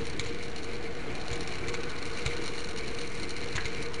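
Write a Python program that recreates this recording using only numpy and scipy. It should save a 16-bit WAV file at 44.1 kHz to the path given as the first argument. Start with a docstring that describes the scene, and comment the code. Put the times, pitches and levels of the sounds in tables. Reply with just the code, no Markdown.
"""A model train runs round a curve indoors, heard from one of its own wagons.
From the start the wheels roar on the rails, the baseboard drums, the drive hums with a wavering pitch,
and loose axles and couplings chatter. At 0.2 s, from 1.3 to 1.7 s and at 2.3 s the wheels strike rail
joints: they clack, bounce and thump the wagon. Among the last joints, near 3.6 s, a wagon takes up
slack with a hollow knock; at 3.8 s the body, driven by flange friction, briefly sings its loudest."""
import sys
import numpy as np
from scipy import signal
from scipy.fft import rfft, irfft
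from scipy.io import wavfile
from scipy.ndimage import uniform_filter1d

SR = 44100
rng = np.random.default_rng(int(sys.argv[2]) if len(sys.argv) > 2 else 0)


def output_pcm(signal):
    """Save a mono or channel-first signal as 16-bit PCM at the path in sys.argv[1].

    Samples are clipped to [-1, 1] before scaling.
    """
    pcm = np.clip(np.atleast_2d(signal).T, -1, 1) * 32767
    wavfile.write(sys.argv[1], SR, np.round(pcm).astype(np.int16))


N = 176400


def undb(db):
    """Amplitude ratio of a level in decibels."""
    return 10 ** (np.asarray(db) / 20)


def unit(x):
    """Normalisation to rms 1."""
    return x / np.sqrt(np.mean(x ** 2))


def envelope(rows):
    """Gain interpolated through (time [s], level [dB])."""
    return undb(np.interp(np.arange(N) / SR, *np.array(rows).T))


def walk(rate_hz):
    """Random modulation: smoothed steps of rms 1."""
    hold = max(int(SR / rate_hz), 1)
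    steps = rng.standard_normal(N)[np.arange(N) // hold]
    return unit(uniform_filter1d(uniform_filter1d(steps, hold), hold))


def through(x, response):
    """Convolution with an impulse response of unit energy."""
    return signal.fftconvolve(x, response / np.linalg.norm(response))[:N]


def colour(x, spectrum, size=8192):
    """Minimum-phase filter shaped by (frequency [Hz], relative level [dB])."""
    hz, db = np.array(spectrum).T
    bins_hz = np.maximum(np.fft.rfftfreq(size, 1 / SR), 1)
    cepstrum = irfft(np.log(undb(np.interp(np.log(bins_hz), np.log(hz), db))))
    cepstrum[1:size // 2] *= 2
    cepstrum[size // 2 + 1:] = 0
    return through(x, irfft(np.exp(rfft(cepstrum))))


def ring(x, modes):
    """Superposition of damped modes (frequency [Hz], bandwidth [Hz], relative level [dB])."""
    t = np.arange(SR // 2) / SR
    response = sum(undb(db) * np.sqrt(width) * np.exp(-np.pi * width * t) * np.cos(2 * np.pi * hz * t)
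                   for hz, width, db in modes)
    return through(x, response)


def fading(at, decay_s):
    """Exponential decay from a sudden onset."""
    age = np.arange(N) / SR - at
    return (age >= 0) * np.exp(-np.clip(age / decay_s, 0, 20)) * (age < 20 * decay_s)


def strikes(times, dbs):
    """Ideal impacts: one impulse at each time."""
    return np.bincount((times * SR).astype(int), undb(dbs), N)


def blows(times, dbs, bounce_dbs, bounces=4, mean_gap_s=0.0042, loss_db=2.5):
    """Inelastic rebound: each blow is followed by unevenly spaced, shrinking bounces."""
    impulses = np.zeros(N)
    gaps_s = mean_gap_s * rng.uniform(.6, 1.4, (len(times), bounces))
    for at, db, bounce_db, gaps in zip(times, dbs, bounce_dbs, gaps_s):
        impulses[int(at * SR)] += undb(db)
        for k, later in enumerate(at + np.cumsum(gaps)):
            impulses[min(int(later * SR), N - 1)] += undb(db + bounce_db - k * loss_db)
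    return impulses


def contact(impulses, decay_s, rise_s=.0004):
    """Contact noise of metal on metal: each impulse becomes a short burst, and bursts add in power."""
    power = signal.lfilter([1], [1, -np.exp(-2 / (decay_s * SR))], impulses ** 2 + 1e-18)
    pole = np.exp(-1 / (rise_s * SR))
    amplitude = np.sqrt(signal.lfilter([1 - pole], [1, -pole], power))
    return amplitude * rng.choice([-1., 1.], N)


# low and middle modes of the baseboard (frequency [Hz], bandwidth [Hz], relative level [dB])
BOARD_LOW_MODES = [(661, 36, -0.5), (712.5, 58, 4)]
BOARD_MID_MODES = [(920, 250, 0), (1138, 240, 3), (1266, 230, -4.5), (1459, 70, 3), (1676, 23, -22)]
# envelopes of the two groups (time [s], level [dB])
BOARD_LOW_ENVELOPE = [(0, -53.5), (.33, -58), (.48, -51), (.8, -52.5), (1.25, -47), (1.55, -50.5),
                      (1.8, -54.5), (2.3, -52.5), (2.7, -54.5), (4, -55.5)]
BOARD_MID_ENVELOPE = [(0, -52), (.6, -52), (1.25, -49), (1.9, -46), (2.1, -47.5), (2.45, -47.5),
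                      (2.7, -48.5), (3.1, -51), (4, -49)]
def baseboard():
    """Forced vibration: the travelling wheels drive the baseboard's modes at random."""
    drumming = np.zeros(N)
    for modes, levels in (BOARD_LOW_MODES, BOARD_LOW_ENVELOPE), (BOARD_MID_MODES, BOARD_MID_ENVELOPE):
        vibration = ring(rng.standard_normal(N), modes)
        passband = [(modes[1][0], 900, 0)]  # centred on the second mode
        drumming += unit(ring(vibration, passband)) * envelope(levels)
    return drumming


# spectrum of the rolling (frequency [Hz], relative level [dB])
ROLL_SPECTRUM = [(20, 1), (50, 0.5), (85, 1), (135, -1.5), (175, -3), (250, -4), (300, -1), (370, 0),
                 (425, -3.5), (500, -7.5), (570, -11.5), (670, -21), (800, -19), (1250, -19), (1800, -13.5),
                 (2400, -17.5), (3200, -20.5), (4200, -26.5), (5000, -34), (6800, -33), (8000, -39),
                 (9600, -52), (11500, -80)]
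# modes of the wagon body, also struck at joints (frequency [Hz], bandwidth [Hz], relative level [dB])
BODY_MODES = [(1520, 210, -5.5), (2126, 94, 5), (2294, 134, 10), (4010, 250, 0)]
# singing of the body on the curve (time [s], level [dB])
SING_ENVELOPE = [(0, -49.5), (.6, -48.5), (1.1, -46.5), (1.55, -46.5), (1.85, -46.5), (2.05, -46),
                 (2.24, -43.5), (2.45, -46), (2.7, -47.5), (3.3, -46), (3.7, -48), (3.82, -40.5),
                 (3.9, -53), (4, -46)]
def rolling(roar_db=-40, flutter_db=1.02, rub_spread_db=2.65):
    """Rolling noise and friction: the wheels roar, and their rubbing flanges make the body resonate."""
    roar = colour(rng.standard_normal(N), ROLL_SPECTRUM) * undb(roar_db + flutter_db * walk(24.24))
    rub = rng.standard_normal(N) * undb(rub_spread_db * walk(60))
    return roar + unit(ring(rub, BODY_MODES)) * envelope(SING_ENVELOPE)


# swell and fall of the hum (time [s], relative level [dB])
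HUM_ENVELOPE = [(0, -37.5), (.08, -37), (.15, -60), (.23, -39), (.34, -40), (.55, -46), (.82, -40),
                (1.08, -42), (1.2, -48.5), (1.38, -39.5), (1.53, -49), (1.75, -38.5), (1.97, -46),
                (2.25, -39), (2.65, -43.5), (3.07, -39.5), (3.35, -46), (3.48, -41), (3.6, -49.5),
                (3.73, -39.5), (4, -42.5)]
def drive_hum(hum_hz=464.6, waver=0.01742, bandwidth_hz=21, flutter_hz=17, flutter_depth=0.54):
    """Frequency and amplitude modulation: the drive's tone wavers, and flutters as the wheels turn."""
    pitch_hz = hum_hz * (1 + waver * walk(26))
    tone = np.sqrt(2) * np.sin(2 * np.pi * np.cumsum(pitch_hz) / SR)
    # rolling noise excites the same resonance
    noise = unit(ring(rng.standard_normal(N), [(hum_hz, bandwidth_hz, 0)]))
    wheel_phase = 2 * np.pi * np.cumsum(flutter_hz * (1 + 0.316 * walk(12))) / SR
    flutter = 1 + flutter_depth * np.sin(wheel_phase)
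    return envelope(HUM_ENVELOPE) * (undb(-3) * flutter * tone + undb(-11) * noise)


# spectra of axle rattle and tread crackle, shared by the couplings (frequency [Hz], relative level [dB])
RATTLE_SPECTRUM = [(200, -4), (1000, -5), (1800, -3), (2350, 3), (2650, -4), (2850, 6), (3300, -8),
                   (3750, 2), (4200, 7.5), (4600, -1), (5050, -7.5), (5550, -2), (6200, -8.5), (7100, -8.5),
                   (7600, -14), (8000, -41), (8400, -24), (9700, -21), (11000, -36.5)]
CRACKLE_SPECTRUM = [(1000, -26), (3300, -30), (4200, 12), (5000, -15.5), (5600, 6), (7000, 0), (7900, -10),
                    (8400, 2), (9700, 1), (10400, -23), (11500, -29.5)]
# envelopes of the rattle and the crackle (time [s], level [dB])
RATTLE_ENVELOPE = [(0, -49), (.08, -53), (.15, -48), (.4, -50), (.65, -52), (.9, -48), (1.08, -57),
                   (1.3, -46.5), (1.6, -47.5), (1.9, -48.5), (2.25, -45.5), (2.55, -48), (2.8, -45),
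                   (3.1, -51), (3.5, -44), (4, -52)]
CRACKLE_ENVELOPE = [(0, -51.5), (.08, -62.5), (.3, -60), (.55, -63), (1.05, -64.5), (1.42, -60),
                    (1.65, -60.5), (1.92, -57.5), (2.06, -52.5), (2.35, -59), (2.5, -54.5), (3, -54.5),
                    (3.4, -54), (3.7, -63), (4, -59)]
def chatter(hits_per_s=400, scatter_db=2, bunch_db=4, hardest_db=9, bright_scatter_db=3.5):
    """Shot noise: loose axles and wheel treads tick at random, in louder and softer bunches."""
    hits = rng.random(N) < hits_per_s / SR
    strength_db = scatter_db * rng.standard_normal(N) + bunch_db * walk(130)
    taps = hits * undb(np.minimum(strength_db, hardest_db))
    bright_taps = taps * undb(bright_scatter_db * rng.standard_normal(N))
    rattle = unit(colour(contact(taps, decay_s=.0011), RATTLE_SPECTRUM))
    crackle = unit(colour(contact(bright_taps, decay_s=0.00036), CRACKLE_SPECTRUM))
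    return rattle * envelope(RATTLE_ENVELOPE) + crackle * envelope(CRACKLE_ENVELOPE)


# impacts in the couplings (time [s], relative level [dB])
COUPLING_TICKS = [(0.053, -34.5), (0.068, -29.5), (0.098, -33), (0.426, -35), (0.501, -41), (0.561, -34),
                  (0.631, -38), (0.644, -35), (0.954, -47), (1.152, -34.5), (1.281, -33), (1.356, -32),
                  (1.407, -29.5), (1.43, -38), (1.4746, -28.5), (1.554, -33), (2.025, -32.5),
                  (2.173, -32.5), (2.333, -35), (2.366, -33), (2.478, -29.5), (2.605, -32), (2.641, -38),
                  (2.775, -32), (2.875, -39), (2.896, -44), (2.986, -30.5), (3.015, -31), (3.198, -33),
                  (3.306, -30), (3.365, -32), (3.680, -35), (3.825, -30.5), (3.942, -31.5)]
def coupling_ticks(bounce_db=-9.5):
    """Impact and rebound: loose couplings tick, and the bright edge of each tick decays first."""
    times, dbs = np.array(COUPLING_TICKS).T
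    taps = blows(times, dbs, np.full(len(times), bounce_db))
    dull = colour(contact(taps, decay_s=0.0027), RATTLE_SPECTRUM)
    bright = colour(contact(taps, decay_s=0.0011), CRACKLE_SPECTRUM)
    return undb(-1) * dull + undb(-4.5) * bright


# hollow modes of a knocked wagon (frequency [Hz], bandwidth [Hz], relative level [dB])
HOLLOW_MODES = [(1120, 520, -1), (1580, 190, 2), (1850, 230, 0)]
def slack_knock(at=3.5795, rebound_s=0.00315, strike_db=-17, rattle_db=-41.5):
    """Damped free vibration: a wagon takes up slack with a double knock and a short rattling tail."""
    hits = strikes(at + np.array([0, rebound_s]), np.full(2, strike_db))
    decay = fading(at, decay_s=0.0036) + undb(-4) * fading(at, decay_s=.04)
    rattle = undb(rattle_db + 1.5 * walk(300)) * decay * rng.standard_normal(N)
    passband = [(1620, 1600, 0)]
    return ring(ring(hits + rattle, HOLLOW_MODES), passband)


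# wheels crossing rail joints, with levels relative within each column
# (time [s], clack [dB], thump [dB], body ring [dB], first bounce [dB], wheel ping [dB])
RAIL_JOINTS = [(0.1959, -24, -22, -31, -4.5, -10), (0.26, -31.5, -32, -42, -2, -32),
               (1.314, -34, -24, -47, -12, -21), (1.330, -29.5, -24, -39, -4, -21),
               (1.584, -43, -34, -35, -7, -35), (1.609, -51, -23.5, -44, -9, -36),
               (1.683, -28.5, -25.5, -30.5, -3.5, -34), (1.7416, -24.5, -54, -32, -6, -29),
               (2.2616, -20.5, -17.5, -26, -7, -25), (2.2777, -33, -21, -49, -12, -32),
               (3.5533, -31, -20.5, -39, 6.5, -24), (3.566, -30, -35, -40, -29, -15),
               (3.655, -29, -24, -30.5, -3, -28)]
# spectrum of a wheel's clack (frequency [Hz], relative level [dB])
CLACK_SPECTRUM = [(200, -16), (1000, 1), (2000, -5), (2900, -1.5), (3800, 5), (4400, 0.5), (5000, -14),
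                  (6000, -4), (7000, 0), (8000, -12), (10000, -33), (11500, -76)]
# modes of a wheel and of the sprung wagon (frequency [Hz], bandwidth [Hz], relative level [dB])
WHEEL_MODES = [(3520, 630, -1), (3920, 260, 0), (6920, 270, -8)]
SPRING_MODES = [(60.3, 45, -2.8), (94.5, 16, 1), (127, 18, -1.5)]
def rail_joints(push_s=0.0075, thump_gain_db=22, body_strike_gain_db=13):
    """Impact excitation: a wheel drops into a gap, pings and clacks; the wagon rings and thumps."""
    times, clack_db, thump_db, ring_db, bounce_db, ping_db = np.array(RAIL_JOINTS).T
    ping = ring(strikes(times, ping_db), WHEEL_MODES)
    clack = colour(contact(blows(times, clack_db, bounce_db), decay_s=0.0011), CLACK_SPECTRUM)
    body_force = contact(blows(times, ring_db, bounce_db), decay_s=0.0041)
    body_force += strikes(times, ring_db + body_strike_gain_db)
    drops = strikes(times - push_s / 2, thump_db + thump_gain_db)
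    push = np.hanning(int(push_s * SR))  # a long force pulse passes only low frequencies
    thump = signal.lfilter(push / push.sum(), [1], ring(drops, SPRING_MODES))
    return ping + clack + ring(body_force, BODY_MODES) + thump


def scene(room_db=-17):
    """Direct and reverberant sound: the sources are close, and the room answers the impacts faintly."""
    impacts = chatter() + coupling_ticks() + rail_joints() + slack_knock()
    reverberation = through(impacts, rng.standard_normal(N) * fading(0.014, decay_s=0.091))
    return (rolling() + baseboard() + drive_hum() + impacts + undb(room_db) * reverberation)[None]


def record(dry, cutoff_hz=10900, offset=-.032):
    """Band limiting: a steep low-pass removes the top octave, and a slight constant offset is added."""
    lowpass = signal.ellip(10, .2, 80, cutoff_hz, fs=SR, output="sos")
    return signal.sosfilt(lowpass, dry) + offset


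dry = scene()
out = record(dry)
output_pcm(out)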